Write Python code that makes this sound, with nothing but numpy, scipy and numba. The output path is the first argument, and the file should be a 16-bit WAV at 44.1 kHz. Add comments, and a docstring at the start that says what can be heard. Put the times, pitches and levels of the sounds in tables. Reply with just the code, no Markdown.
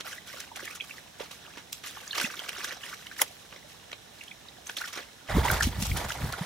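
"""A hank of yarn is kneaded in a muddy pool outdoors, first a few metres off. Each squeeze frees
small bubbles and a fine spray; drops plink, wet strands slap, the banks add a short scatter.
At 2.2 s one air pocket gulps; at 3.2 s the hank smacks flat on the water.
From 5.3 s the kneading is close by: the arm pushes waves and big air pockets gulp as the yarn
is dragged under."""
import sys
import numpy as np
from scipy import signal
from scipy.fft import rfft, irfft
from scipy.io import wavfile
from scipy.ndimage import uniform_filter1d
from numba import njit

SR = 44100
rng = np.random.default_rng(int(sys.argv[2]) if len(sys.argv) > 2 else 0)


def output_pcm(signal):
    """Save a mono or channel-first signal as 16-bit PCM at the path in sys.argv[1].

    Samples are clipped to [-1, 1] before scaling.
    """
    pcm = np.clip(np.atleast_2d(signal).T, -1, 1) * 32767
    wavfile.write(sys.argv[1], SR, np.round(pcm).astype(np.int16))


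N = 284445
TIME_S = np.arange(N) / SR
BINS_HZ = np.fft.rfftfreq(N, 1 / SR)
SIDE_SIGN = np.array([[1], [-1]])
CLOSE_S = 5.286

# Spectrum of a wet impact: freq_hz, gain_db
IMPACT_SPECTRUM = [(150, -22), (400, -9.5), (850, -6.5), (1400, 1.5), (3300, 5.5), (4700, -2.5),
                   (5600, 2.5), (8500, -6), (10500, -7.5), (15500, -18.5)]


def undb(db):
    """Decibels to gain."""
    return 10 ** (np.asarray(db) / 20)


def unit(x):
    """Scale to rms 1."""
    return x / np.sqrt(np.mean(x ** 2) + 1e-20)


def even(x, window_samples=2600):
    """Hold the running rms near 1."""
    return x / np.sqrt(uniform_filter1d(np.mean(x ** 2, axis=0), window_samples) + 1e-6 * np.mean(x ** 2))


def across(table, hz, column=1):
    """Interpolate a table column over log frequency."""
    rows = np.array(table)
    return np.interp(np.log(hz + 1), np.log(rows[:, 0]), rows[:, column])


def colour(x, spectrum):
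    """Filter by rows of freq_hz, gain_db."""
    return irfft(rfft(x) * undb(across(spectrum, BINS_HZ)), N)


def swell(at_s, hold_s, rise_s, fall_s):
    """Exponential envelope: reaches 1 at at_s, holds, decays."""
    return np.exp(np.minimum(0, np.minimum((TIME_S - at_s) / rise_s, (at_s + hold_s - TIME_S) / fall_s)))


@njit
def ring(start_s, hz, size, cycles, skew_rad, rise, onset):
    """Bubbles: sines that swell, fall 60 dB over their cycles and go sharp by the fraction rise."""
    out = np.zeros((2, N))
    for k in range(len(start_s)):
        first, length, phase = int(start_s[k] * SR), int(cycles[k] / hz[k] * SR) + 2, 0.
        for i in range(max(0, -first), min(length, N - first)):
            age = i / length
            phase += 2 * np.pi * min(hz[k] * (1 + rise * age) / SR, .45)
            swing = size[k] * np.exp(-6.9 * age) * (1 - np.exp(-(age / onset) ** 2))
            out[0, first + i] += swing * np.sin(phase + skew_rad[k])
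            out[1, first + i] += swing * np.sin(phase - skew_rad[k])
    return out


def cloud(per_s, low_hz, high_hz, cycles, spread_db, skew_rad, rise):
    """Steady swarm of tiny bubbles; cycles is the mean at 2 kHz, smaller bubbles ring for more."""
    when, pitch, strength, life, side = rng.random((int(per_s * N / SR), 5)).T
    hz = (np.sqrt(low_hz) + pitch * (np.sqrt(high_hz) - np.sqrt(low_hz))) ** 2
    size = undb(-spread_db * np.log(strength + 0.038)) * np.sqrt(hz)
    ring_cycles = cycles * (.5 + life) * np.sqrt(hz / 2000)
    return unit(ring(when * N / SR, hz, size, ring_cycles, skew_rad * (2 * side - 1), rise, 1 / 6))


def outdoors(level_db=-54.5, side_db=-3):
    """Faint open air and foliage, narrower in the bass."""
    # Ambient spectrum: freq_hz, gain_db
    air_spectrum = [(15, -45), (25, -23), (59, 1.5), (193, 0.5), (349, -4.5), (582, -6), (826, -5.5),
                    (1270, -11.5), (1710, -7.5), (2490, -12.5), (3930, -6), (4620, -15), (5280, -9.5),
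                    (10600, -18), (15500, -23)]
    mid, side = colour(rng.standard_normal((2, N)), air_spectrum)
    side = colour(side, [(60, -2), (300, -6.5), (700, 6.5), (1600, 0.5), (2800, 3.5), (6000, 0)])
    return (mid + side * undb(side_db) * SIDE_SIGN) / np.std(mid) * undb(level_db)


def banks(x, wet_db, t60_s):
    """Muddy banks and bushes add a short, dull tail to x."""
    age_s = np.arange(9000) / SR
    tail = rng.standard_normal((2, len(age_s))) * undb(-60 * age_s / t60_s) * (age_s > .003)
    tail = signal.sosfilt(signal.butter(1, 6000, fs=SR, output="sos"), tail)
    tail /= np.sqrt(np.sum(tail ** 2, axis=1, keepdims=True))
    return x + undb(wet_db) * signal.fftconvolve(x, tail, axes=1)[:, :N]


def spatter(spray, gain_db=-59, follow=0.58, ref_db=-55):
    """Mud flecks tick on the surface, harder while the yarn sprays."""
    ticks = cloud(per_s=63, low_hz=1200, high_hz=11000, cycles=5.3, spread_db=3, skew_rad=0.81, rise=0.11)
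    return colour(ticks, IMPACT_SPECTRUM) * undb(gain_db) * (spray / undb(ref_db)) ** follow


def waves(rise_s=0.041, fall_s=0.049):
    """Water pushed by the arm rumbles, heard only close by."""
    # Wave crests: peak_s, level_db
    crests = [(5.384, -21), (5.53, -26.5), (5.648, -25.5), (5.8, -28.5), (5.918, -25), (6.055, -36.5),
              (6.245, -29)]
    spectrum = [(15, -50), (30, -9.5), (60, 5), (110, -2), (200, -11.5), (350, -24.5), (900, -40)]
    mid, side = colour(rng.standard_normal((2, N)), spectrum)
    rumble = even(mid + side * SIDE_SIGN / 9, window_samples=1800)
    heave = np.max([swell(peak_s, 0, rise_s, fall_s) * undb(db) for peak_s, db in crests], axis=0)
    return rumble * heave * (TIME_S > CLOSE_S)


def gulps(gain_db=10, cycles=7., rise=0.42):
    """Big air pockets break loose and ring for a few slow swings."""
    # Air pockets: time_s, pitch_hz, relative_db
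    pockets = [(2.242, 200, -28.5), (5.35, 164, -17.5), (5.368, 237, -15), (5.379, 87, -23),
               (5.382, 370, -15), (5.634, 61, -24), (5.67, 207, -18), (5.822, 177, -24), (5.904, 78, -24),
               (6.24, 109, -22), (6.411, 150, -22)]
    time_s, hz, db = np.transpose(pockets)
    start_s = time_s - 0.32 / hz
    return ring(start_s, hz, undb(db + gain_db), np.full(len(hz), cycles), np.zeros(len(hz)), rise, 1 / 8)


def drips(churn, per_s=14, low_hz=600, high_hz=4500, base_db=-41, spread_db=2.5, follow=0.44, ref_db=-48):
    """Faint random drips, louder with the churn: rows of time_s, pitch_hz, relative_db."""
    when, pitch, strength = rng.random((int(per_s * N / SR), 3)).T
    churn_db = 20 * np.log10(churn[(when * N).astype(int)])
    db = base_db + spread_db * (2 * strength - 1) + follow * (churn_db - ref_db)
    return np.transpose([when * N / SR, low_hz * (high_hz / low_hz) ** pitch, db])


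def drops(churn, gain_db=18, rise=0.19, onset=0.3, splits=2, split_db=-5, scatter_s=0.00248):
    """Each drop traps a bubble that chirps upward and splits off weaker ones."""
    # Distinct drops: time_s, pitch_hz, relative_db
    plinks = [(.065, 2900, -36), (.184, 1840, -34), (.517, 820, -37), (.594, 1470, -33), (.63, 338, -37.5),
              (.676, 1950, -27.5), (.808, 3080, -21), (.909, 2490, -30), (.981, 1870, -35),
              (1.205, 458, -29.5), (1.465, 2680, -38.5), (1.972, 1085, -32), (2.078, 6330, -29),
              (2.112, 3930, -23.5), (2.13, 2800, -23.5), (2.246, 2470, -18), (2.301, 1430, -30),
              (2.393, 3110, -26), (2.709, 1720, -26.5), (2.836, 2750, -28.5), (2.929, 1370, -29),
              (3.068, 2830, -31), (3.114, 1480, -32), (3.194, 1820, -23), (4.21, 2580, -32),
              (4.281, 3030, -35), (4.314, 2290, -31.5), (4.486, 3700, -35), (4.67, 5940, -26.5),
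              (4.697, 1610, -29.5), (4.768, 3090, -24), (4.785, 4030, -25), (4.816, 1430, -23.5),
              (4.841, 1690, -27.5), (5.452, 880, -17.5), (5.483, 2000, -18), (5.501, 1470, -15),
              (5.608, 1585, -14.5), (5.916, 2200, -25), (6.104, 1480, -23), (6.22, 1720, -32),
              (6.338, 1360, -26.5)]
    time_s, hz, db = np.vstack([plinks, drips(churn)]).T
    cycles = 17 * np.sqrt(hz / 2000)
    start_s = time_s - cycles / hz / 10
    size = undb(db + gain_db)
    lag, detune, skew = rng.standard_normal((len(hz), splits + 1, 3)).T
    out = ring(start_s, hz, size, cycles, 0.071 * skew[0], rise, onset)
    for k in range(1, splits + 1):
        split_s = start_s + scatter_s * lag[k]
        split_hz = hz * 2 ** (detune[k] / 3)
        out += ring(split_s, split_hz, size * undb(split_db), cycles, 0.14 * skew[k], rise, onset)
    return out


def slaps(swell_s=0.0023, gain_db=0.5, length=8192, lead_samples=700):
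    """Wet strands hit the surface: a quick swell of tiny bursting bubbles."""
    # Slaps and squirts: peak_s, relative_db, decay_s, tilt_db_per_octave
    hits = [(.007, -31, 0.0039, -2), (0.403, -34, 0.0056, 2.5), (.561, -36, 0.0097, 0),
            (0.655, -35.5, 0.0031, 4), (0.753, -38.5, 0.0083, 6), (1.2, -37, 0.015, -6.5),
            (1.313, -37.5, 0.0055, -.5), (1.574, -39.5, 0.016, -5), (1.73, -26.5, 0.0016, 7.5),
            (1.839, -37.5, 0.0093, -3.5), (1.872, -38.5, 0.019, 2), (2.152, -31.5, 0.0065, -0.5),
            (2.182, -24, .0018, -2), (2.201, -25.5, .0043, -2), (2.213, -27, 0.0024, -2),
            (2.23, -34.5, 0.014, 5), (2.382, -45, .0018, -2.5), (2.493, -26, 0.0017, 1.5),
            (2.645, -30.5, 0.0075, 3), (3.526, -43, .0044, -8), (3.918, -35.5, 0.0012, -3.5),
            (3.932, -30, .0015, -5.5), (4.238, -44, 0.0041, 1), (4.697, -30.5, 0.0016, -5.5),
            (4.77, -32, .0064, 1.5), (4.877, -37.5, 0.013, 0.5), (4.93, -35.5, 0.0056, 1.5),
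            (4.976, -33.5, 0.011, -4.5), (5.515, -23.5, 0.0032, 14.5), (5.626, -22.5, 0.014, 1.5),
            (5.825, -25.5, 0.0031, 2.5), (5.97, -31, 0.014, 3), (6.121, -29.5, 0.0026, 2),
            (6.326, -30, 0.0017, 4.5)]
    crackle = cloud(per_s=6000, low_hz=200, high_hz=15500, cycles=6, spread_db=3, skew_rad=.7, rise=.2)
    out = np.zeros((2, N + 2 * length))
    age_s = (np.arange(length) - lead_samples) / SR
    hz = np.fft.rfftfreq(length, 1 / SR)
    for peak_s, db, decay_s, tilt in hits:
        cut = int(rng.random() * (N - length))
        envelope = np.exp(np.minimum(age_s / swell_s, -age_s / decay_s))
        spectrum_db = across(IMPACT_SPECTRUM, hz) + tilt * np.log2(hz / 2000 + 0.037)
        burst = irfft(rfft(crackle[:, cut:cut + length] * envelope) * undb(spectrum_db))
        first = int(peak_s * SR) + length - lead_samples
        out[:, first:first + length] += unit(burst) * np.sqrt(np.mean(envelope ** 2)) * undb(db + gain_db)
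    return out[:, length:length + N]


def plunge(at_s=3.218, level_db=-13, snap=7, width=0.46):
    """The hank smacks flat on the water: a snap in a burst of spray rings the trapped air."""
    # Trapped-air resonances: freq_hz, width_hz, gain_db
    modes = [(534, 53, 1), (840, 150, 9), (1160, 510, 8), (2020, 310, 6), (2550, 180, 4.5),
             (3250, 450, 6.5), (5370, 470, 5.5), (6800, 1400, 1.5), (9860, 810, 7.5), (11300, 630, 1),
             (14000, 2000, -21)]
    envelope = swell(at_s, hold_s=0, rise_s=0.003, fall_s=0.005)
    mid, side = rng.standard_normal((2, N)) * envelope
    mid[int(at_s * SR)] += snap
    response = sum(undb(db) / (1 + 2j * (BINS_HZ - hz) / width_hz) for hz, width_hz, db in modes)
    smack = irfft(rfft(mid + width * side * SIDE_SIGN) * response, N)
    smack = signal.sosfilt(signal.butter(4, 420, "high", fs=SR, output="sos"), smack)
    return unit(smack) * np.sqrt(np.mean(envelope ** 2)) * undb(level_db)


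def stick_slip(depth_db=2.5, step_samples=500):
    """Strands give way in small jerks: a random gain that clusters the bubbling."""
    steps = np.repeat(rng.standard_normal(N // step_samples + 1), step_samples)
    return undb(depth_db * uniform_filter1d(steps, step_samples // 2)[:N])


def flow(press_s=.009, relax_s=0.045, drain_s=0.19, drain_db=-12):
    """Churn and spray envelopes: the hand presses, holds and lets go, then the yarn drains."""
    # Squeezes: start_s, hold_s, churn_db, spray_db
    squeezes = [(.055, 0.077, -46, -51), (0.272, .15, -49, -55), (.565, 0.17, -48.5, -55.5),
                (.82, .16, -55, -58.5), (1.195, 0.043, -50, -57), (1.315, 0.022, -53.5, -56),
                (1.41, .19, -56, -67.5), (1.735, 0.014, -66, -53), (1.845, 0.048, -49, -51),
                (1.94, 0.21, -52.5, -57), (2.154, 0.083, -36, -44), (2.3, 0.38, -46, -54.5),
                (2.58, 0.13, -40.5, -51.5), (2.818, .11, -47, -53.5), (2.98, 0.2, -55, -60),
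                (3.189, 0.017, -45, -43.5), (3.525, 0.037, -52, -69), (3.69, 0.027, -62, -59.5),
                (4.135, 0.13, -60, -64.5), (4.669, 0.028, -52.5, -52), (4.768, 0.095, -46.5, -50),
                (4.94, 0.044, -43, -52.5), (5.294, 0.25, -33, -50.5), (5.45, 0.11, -30.5, -40.5),
                (5.608, 0.045, -52, -40.5), (5.7, 0.13, -45, -56), (5.808, 0.071, -44, -40.5),
                (5.958, .08, -36, -46), (6.084, 0.027, -41, -43), (6.15, .29, -41.5, -51.5)]
    churn, spray = undb(-63.5), undb(-81)  # constant seepage
    for start_s, hold_s, churn_db, spray_db in squeezes:
        grip = swell(start_s, hold_s, press_s, relax_s)
        drain = undb(drain_db) * swell(start_s, hold_s, press_s, drain_s)
        outflow = np.maximum(grip, drain)
        churn = np.maximum(churn, outflow * undb(churn_db))
        spray = np.maximum(spray, outflow * undb(spray_db))
    return churn, spray


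def kneading(churn, spray):
    """Bubbles churn in the yarn while water squirts between its strands; far, then close."""
    # Spectra of far churn, close churn and spray: freq_hz, gain_db
    far_spectrum = [(120, -8), (300, -8), (500, -3), (700, -6.5), (930, -5.5), (1150, 1.5), (1600, 3.5),
                    (2300, -1), (3400, -2), (4800, -9.5), (5600, -3), (8000, -21.5), (15000, -20)]
    close_spectrum = [(120, -9), (420, 0.5), (600, 3.5), (800, 4.5), (1150, 1.5), (1600, 0.5), (2100, -0.5),
                      (2700, -11.5), (3500, -5.5), (6000, -20.5), (15000, -19)]
    spray_spectrum = [(2000, 3.5), (4500, 2), (5700, 2.5), (8500, -1), (10500, -1.5), (15500, -4)]
    jerks = stick_slip()
    swarm = cloud(per_s=2800, low_hz=197.6, high_hz=9010, cycles=17.2, spread_db=5, skew_rad=.18, rise=.23)
    mist = cloud(per_s=5000, low_hz=2000, high_hz=15000, cycles=10, spread_db=2.5, skew_rad=1.3, rise=.1)
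    gush = cloud(per_s=4500, low_hz=192, high_hz=9170, cycles=15.2, spread_db=3.5, skew_rad=.23, rise=.29)
    squirt = even(colour(mist * jerks, spray_spectrum)) * spray
    far = even(colour(swarm * jerks, far_spectrum)) * churn * undb(2) + squirt * undb(5.5)
    close = even(colour(gush * jerks, close_spectrum)) * churn * undb(-0.2) + squirt * undb(3.5)
    return np.where(TIME_S < CLOSE_S, far, close)


def ports(x):
    """Two microphone ports hear each position with their own colour and phase."""
    # Port differences: freq_hz, left_minus_right_db, left_lead_rad
    far_response = [(60, -1, 0), (400, -8, 0), (700, -6, 1.4), (1150, -1, .5), (1700, -.5, .2),
                    (2700, -5, 1.1), (5700, -2, 0), (8500, .5, 1.3), (12000, 0, .4)]
    close_response = [(80, 0, 0), (350, -2, -.4), (800, -7, -.1), (1700, -1, .1), (3300, -4, .6),
                      (5700, 1, .6), (8500, 0, 1.4), (12000, 0, .8)]
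    heard = []
    for response in (far_response, close_response):
        gain = undb(SIDE_SIGN / 2 * across(response, BINS_HZ))
        phase_rad = SIDE_SIGN / 2 * across(response, BINS_HZ, column=2)
        heard.append(irfft(rfft(x) * gain * np.exp(1j * phase_rad), N))
    return np.where(TIME_S < CLOSE_S, *heard)


def scene():
    """Pool and open air in stereo; the position jumps from far to close at CLOSE_S."""
    churn, spray = flow()
    water = kneading(churn, spray) + drops(churn) + slaps() + spatter(spray)
    splashes = banks(water, wet_db=-12, t60_s=0.094) + banks(plunge(), wet_db=-21, t60_s=0.092)
    return ports(splashes + gulps() + waves() + outdoors())


def record(dry, top_hz=15700):
    """The phone's steep low-pass."""
    return signal.sosfilt(signal.ellip(8, .2, 70, top_hz, fs=SR, output="sos"), dry)


dry = scene()
out = record(dry)
output_pcm(out)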